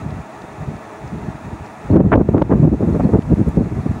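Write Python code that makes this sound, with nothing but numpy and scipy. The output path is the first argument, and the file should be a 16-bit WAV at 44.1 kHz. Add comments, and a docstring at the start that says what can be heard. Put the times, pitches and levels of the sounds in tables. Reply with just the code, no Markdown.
"""Light wind thumps over a steady far rush, then a hard gust that booms, cracks and drives a limiter.
The scene is an open porch beside a flag over grassland; airflow and eddies are low-passed noise
shaped by the microphone port. Far wind and grass hiss are noise with a set spectrum, and hollow tones
are narrow bands of noise. Filtered pulses make the overload cracks and the ticks of the flag and its
fittings; a distant bird chirps faintly in short sine tones that fall in pitch."""
import sys
import numpy as np
from scipy import signal
from scipy.fft import rfft, irfft
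from scipy.io import wavfile
from scipy.ndimage import uniform_filter1d, minimum_filter1d

SR = 44100
rng = np.random.default_rng(int(sys.argv[2]) if len(sys.argv) > 2 else 0)


def bounce(signal):
    """Save signal as a 16-bit WAV file at the path given by the first command-line argument."""
    frames = np.transpose(np.atleast_2d(signal))
    limited = np.clip(frames, -1, 1)
    pcm = np.round(limited * 32767).astype(np.int16)
    wavfile.write(sys.argv[1], SR, pcm)


N = 176400   # 4 s

# Event and layer levels are set ahead of the port filter and the limiter.
# eddies that hit the microphone, levels before BUFFET_GAIN_DB:
# (centre time [s], length [s], level [dB], corner frequency [Hz])
BUFFETS = [(0.056, 0.079, -25, 170), (0.109, 0.057, -25.5, 140), (0.177, 0.067, -28.5, 133),
           (0.437, 0.031, -34.5, 380), (0.616, 0.035, -25, 168), (0.713, 0.027, -28.5, 166),
           (1.153, 0.055, -27, 188), (1.218, 0.031, -41, 171), (1.275, 0.047, -22.5, 168),
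           (1.351, .015, -26.5, 174), (1.469, 0.042, -28.5, 194), (1.615, 0.031, -29.5, 109),
           (1.911, .026, -8.5, 228), (1.947, 0.032, -6.5, 312), (1.969, 0.017, -1, 330),
           (2.005, .025, -1.5, 326), (2.051, 0.053, -12.5, 210), (2.131, .019, -1.5, 745),
           (2.152, 0.021, -1, 389), (2.178, 0.015, -1, 247), (2.203, 0.034, -5, 340),
           (2.292, 0.0064, 0.5, 315), (2.352, 0.02, -1, 350), (2.378, 0.037, -9, 424),
           (2.422, 0.0093, -1.5, 444), (2.497, 0.005, -8.5, 240), (2.524, 0.031, -5, 438),
           (2.551, 0.06, -9.5, 233), (2.604, 0.027, -8, 193), (2.643, 0.034, -3.5, 216),
           (2.677, 0.0091, -1, 259), (2.734, 0.028, -7, 225), (2.829, 0.047, -13, 370),
           (2.889, 0.025, -11, 275), (2.96, 0.024, -12, 352), (3.002, 0.014, -12, 434),
           (3.056, 0.036, -8, 254), (3.099, 0.018, -14.5, 353), (3.151, 0.038, -4.5, 312),
           (3.188, 0.012, -6, 191), (3.295, 0.01, -20, 243), (3.323, 0.026, -5.5, 197),
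           (3.4, .05, -10, 227), (3.48, 0.01, -9.5, 174), (3.577, 0.011, -3, 215), (3.612, 0.03, -10, 272),
           (3.865, 0.014, -14, 256), (3.905, 0.018, -12, 142)]
BUFFET_GAIN_DB, BUFFET_LUMP_DB, BUFFET_LUMP_RATE_HZ = 1.16, 3.5, 147
BUFFET_SQUARENESS = 3.1   # exponent: 2 is a bell, more is a flatter top with steeper sides

# steady airflow over the microphone, before its random lumps: (time [s], level [dB])
FLOW = [(0, -57), (.13, -39), (.28, -57), (.5, -42), (.62, -36), (.76, -32.5), (.9, -58), (1.03, -38.5),
        (1.2, -28.5), (1.4, -42), (1.52, -38.5), (1.72, -50.5), (1.86, -31), (1.95, -10.5), (2.25, -16.5),
        (2.47, -12.5), (2.6, -13), (2.78, -21.5), (3.15, -20.5), (3.22, -25), (3.35, -19), (3.55, -21),
        (3.66, -18), (3.82, -24.5), (4, -24.5)]
FLOW_CORNER_HZ, FLOW_REF_DB = 183.6, -14.5   # this corner belongs to this level
FLOW_DB_PER_OCTAVE = 72   # rise in level that lifts the corner by one octave
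FLOW_LUMP_DB, FLOW_LUMP_RATE_HZ = 5, 11.7

# turbulence spectrum, and the smoothing of its loudness
CORNER_Q, SECOND_CORNER_RATIO, LOW_CUT_HZ = 0.92, 3.12, 43.8
EVEN_S, EVEN_SHARE = 0.0064, 0.25   # averaging time; share of the loudness swings in dB removed

# the microphone port booms and muffles
PORT_HZ, PORT_Q, PORT_BOOST_DB, PORT_SUB_CUT_HZ, PORT_TOP_HZ = 187, 0.72, 3, 49, 3130

# overload cracks at the crest of the hardest eddies: (time [s], peak [dB], top frequency [Hz])
CRACKS = [(1.962, -19, 3000), (1.969, -18, 2970), (2.005, -10.5, 1510), (2.141, -36, 2470),
          (2.156, -10, 2600), (2.291, -18, 1410), (2.347, -21, 1200), (2.381, -6, 1500),
          (2.422, -7.5, 3430), (3.136, -10, 900)]
CRACK_DECAY_S = .0003   # of the pulse before filtering

# spectrum of far wind in grass and trees: (frequency [Hz], relative density [dB])
RUSH = [(30, -47), (60, -15.5), (120, -3.5), (230, 0), (350, -1.5), (520, -10.5), (680, -2.5), (900, -5.5),
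        (1300, -6), (1580, -13.5), (1900, -10.5), (2150, -15.5), (2600, -16), (3050, -30.5), (3550, -24.5),
        (5000, -35), (6000, -29.5), (6800, -27.5), (8000, -34), (9700, -34.5), (12000, -60.5), (14000, -49),
        (15700, -39.5)]
RUSH_DB, RUSH_WAVER_DB, RUSH_WAVER_RATE_HZ = -38, .5, 8   # level before the echo is added
PORCH_ECHO_S, PORCH_ECHO_DB = .0093, -8.5

# hiss of the grass, which rises during the gust: (time [s], level [dB])
HISS_LEVEL = [(0, -67), (2.2, -68.5), (2.95, -59), (3.5, -59), (4, -62.5)]
# spectrum of that hiss: (frequency [Hz], relative density [dB])
HISS = [(2000, -19), (4000, -3.5), (6000, 0), (9500, -3.5), (12000, -10), (15700, -28)]

# hollow resonances that the wind stirs around the porch: (frequency [Hz], width [Hz], level [dB])
HOLLOWS = [(294, 15, -51), (423.6, 31, -45.5), (638, 48, -43), (741, 16, -49), (838, 25, -47),
           (930, 16, -48.5), (1190, 24, -56.5), (1720, 18, -55.5)]

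# ticks of the flag and its fittings: (time [s], peak [dB], centre frequency [Hz])
TICKS = [(.106, -37, 3770), (0.419, -38, 3970), (.765, -45, 4600), (1.077, -39, 4800), (1.662, -43, 4400),
         (3.222, -37, 3400), (3.488, -36, 9400)]
TICK_DECAY_S = 0.0017   # of the burst before filtering
TICK_LOG_WIDTH = .45   # natural log of the ratio between the band edges

# chirps of a distant bird: (start time [s], peak level [dB])
CHIRPS = [(1.907, -52), (2.926, -53), (3.034, -51), (3.43, -59), (3.59, -54), (3.63, -55), (3.81, -55),
          (3.88, -56)]
CHIRP_START_HZ, CHIRP_S, CHIRP_FALL_HZ_PER_S = 4400, 0.02, 16000

# limiter, and the upper limit of the output band
CEILING_DB, LIMITER_ATTACK_S, LIMITER_RELEASE_S = -1.0, 0.0013, 0.15
CUTOFF_HZ = 15750


def from_db(db):
    """Amplitude ratio: 20 dB is a factor of ten."""
    return 10 ** (np.asarray(db) / 20)


def rms_one(x):
    """Normalisation to unit mean power."""
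    return x / np.sqrt(np.mean(x ** 2) + 1e-20)


def seconds():
    """Sampled time axis: each sample lies one period after the last."""
    return np.arange(N) / SR


def in_time(rows):
    """Linear interpolation between (time, value) points."""
    return np.interp(seconds(), *np.transpose(rows))


def butter(x, hz, kind="low", order=2):
    """Butterworth filtering: a maximally flat pass band."""
    safe_hz = np.clip(hz, 10, .45 * SR)
    sections = signal.butter(order, safe_hz, kind, fs=SR, output="sos")
    return signal.sosfilt(sections, x + 1e-18)


def drift(rate_hz, size=N):
    """Slow random fluctuation: low-passed noise of unit power."""
    settle = SR // 2   # dropped, so that the filter has settled
    slow = butter(rng.standard_normal(size + settle), rate_hz)
    return rms_one(slow[settle:])


def coloured_noise(spectrum):
    """Spectral shaping: white noise weighted over frequency, then scaled to unit power."""
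    hz, db = np.transpose(spectrum)
    bin_hz = np.arange(N // 2 + 1) * SR / N
    gain = from_db(np.interp(np.log(bin_hz + 1), np.log(hz), db))
    return rms_one(irfft(rfft(rng.standard_normal(N)) * gain, N))


def evened(x):
    """Envelope compression: within one eddy the pressure swings keep a similar size."""
    smooth_hz = 1 / (2 * np.pi * EVEN_S)
    power = butter(abs(signal.hilbert(x)) ** 2, smooth_hz, order=1)
    power = butter(power[::-1], smooth_hz, order=1)[::-1]   # the backward pass cancels the delay
    floor = 0.081 * power.mean()
    return x / (power + floor) ** (EVEN_SHARE / 2)


def turbulence(noise, corner_hz):
    """Turbulent pressure: flat to the corner, ever steeper above, with the deepest bass cut."""
    w = 2 * np.pi * corner_hz
    resonant_low_pass = signal.bilinear([w * w], [1, w / CORNER_Q, w * w], SR)
    low = signal.lfilter(*resonant_low_pass, noise)
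    steeper = butter(low, corner_hz * SECOND_CORNER_RATIO)
    return butter(steeper, LOW_CUT_HZ, "high", order=4)


def buffets():
    """Eddy impact: each is a short, flat-topped swell of turbulence with its own strength and size."""
    size = SR // 4
    out = np.zeros(N + SR)
    t = (np.arange(size) - size // 2) / SR
    for centre_s, length_s, db, corner_hz in BUFFETS:
        bell = np.exp(-abs(2 * t / length_s) ** BUFFET_SQUARENESS / 2)
        lumps = from_db(BUFFET_LUMP_DB * drift(BUFFET_LUMP_RATE_HZ, size))
        noise = rng.standard_normal(size) * lumps
        swell = bell * evened(turbulence(noise, corner_hz))
        to_bell_energy = np.sqrt(np.sum(bell ** 2) / np.sum(swell ** 2))
        start = int(centre_s * SR)
        out[start:start + size] += from_db(db + BUFFET_GAIN_DB) * swell * to_bell_energy
    return out[size // 2:size // 2 + N]   # the trim puts each centre at its table time


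def airflow():
    """Flow noise: a lumpy rumble whose corner frequency climbs with its level, as faster air is brighter."""
    level_db = in_time(FLOW) + FLOW_LUMP_DB * drift(FLOW_LUMP_RATE_HZ)
    octave = np.clip((level_db - FLOW_REF_DB) / FLOW_DB_PER_OCTAVE, -1, 1)
    rumble = 0
    for k in (-1, 0, 1):   # equal-power blend of three corners an octave apart
        share = np.maximum(1 - abs(octave - k), 0)
        layer = turbulence(rng.standard_normal(N), FLOW_CORNER_HZ * 2. ** k)
        rumble = rumble + np.sqrt(share) * rms_one(evened(layer))
    return from_db(level_db) * rumble


def port(x):
    """Port resonance: a broad boom in the low mids, with the deepest bass and the treble cut."""
    boom = signal.lfilter(*signal.iirpeak(PORT_HZ, PORT_Q, fs=SR), x)
    boosted = boom + from_db(-PORT_BOOST_DB) * (x - boom)
    no_sub = butter(boosted, PORT_SUB_CUT_HZ, "high", order=4)
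    return butter(no_sub, PORT_TOP_HZ, order=4)


def snap(start_s, peak_db, decay_s, hz, kind, grit=1):
    """Impulse excitation: a filtered, decaying pulse; grit turns it from a clean click into noise."""
    age = seconds() - start_s
    decay = (age >= 0) * np.exp(-abs(age) / decay_s)
    texture = 1 - grit + grit * rng.standard_normal(N)
    burst = butter(texture * decay, hz, kind)
    return from_db(peak_db) * burst / abs(burst).max()


def cracks():
    """Overload: the microphone cracks under the hardest eddies, heard as low-passed, nearly clean pulses."""
    return sum(snap(s, db, CRACK_DECAY_S, hz, "low", grit=.1) for s, db, hz in CRACKS)


def ticks():
    """Small impacts of the flag and its fittings: decaying noise in a narrow bright band."""
    band_ratio = np.exp(np.array([-1, 1]) * TICK_LOG_WIDTH / 2)
    return sum(snap(s, db, TICK_DECAY_S, hz * band_ratio, "band") for s, db, hz in TICKS)


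def far_wind():
    """Broadband wind noise: a rush from the fields with one porch reflection, and the hiss of the grass."""
    rush = coloured_noise(RUSH) * from_db(RUSH_WAVER_DB * drift(RUSH_WAVER_RATE_HZ))
    echo = from_db(PORCH_ECHO_DB) * np.roll(rush, int(PORCH_ECHO_S * SR))
    hiss = from_db(in_time(HISS_LEVEL)) * coloured_noise(HISS)
    return from_db(RUSH_DB) * (rush + echo) + hiss


def hollows():
    """Resonance: noise in narrow bands gives breathy tones that stay at a fixed pitch."""
    out = 0
    for hz, width_hz, db in HOLLOWS:
        edges_hz = [hz - width_hz / 2, hz + width_hz / 2]
        tone = butter(rng.standard_normal(N + SR), edges_hz, "band", order=1)[SR:]
        out = out + from_db(db) * rms_one(tone)
    return out


def bird():
    """Frequency glide: short whistles, each a half-sine swell whose pitch falls linearly."""
    out = 0
    for start_s, db in CHIRPS:
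        age = np.clip(seconds() - start_s, 0, CHIRP_S)
        swell = np.sin(np.pi * age / CHIRP_S)
        cycles = age * (CHIRP_START_HZ - CHIRP_FALL_HZ_PER_S * age / 2)   # integral of the pitch
        out = out + from_db(db) * swell * np.sin(2 * np.pi * cycles)
    return out


def scene():
    """Superposition: all pressures add at one microphone; only airflow and eddies pass its port filter."""
    near_wind = port(buffets() + airflow())
    mix = near_wind + cracks() + ticks() + far_wind() + hollows() + bird()
    return mix[None]


def record(dry):
    """Peak limiting: gain drops just ahead of each peak and recovers slowly; a low-pass cuts the top."""
    over_db = np.maximum(20 * np.log10(abs(dry[0]) + 1e-9) - CEILING_DB, 0)
    fade = np.exp(-seconds() / LIMITER_RELEASE_S)
    duck_db = np.maximum.accumulate(over_db / fade) * fade   # peak hold with exponential release
    ahead = int(LIMITER_ATTACK_S * SR)
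    held_db = minimum_filter1d(-duck_db, 2 * ahead + 1)
    gain_db = uniform_filter1d(uniform_filter1d(held_db, ahead), ahead)
    top_cut = signal.ellip(12, .1, 90, CUTOFF_HZ, fs=SR, output="sos")
    return signal.sosfilt(top_cut, dry * from_db(gain_db))


dry = scene()
out = record(dry)
bounce(out)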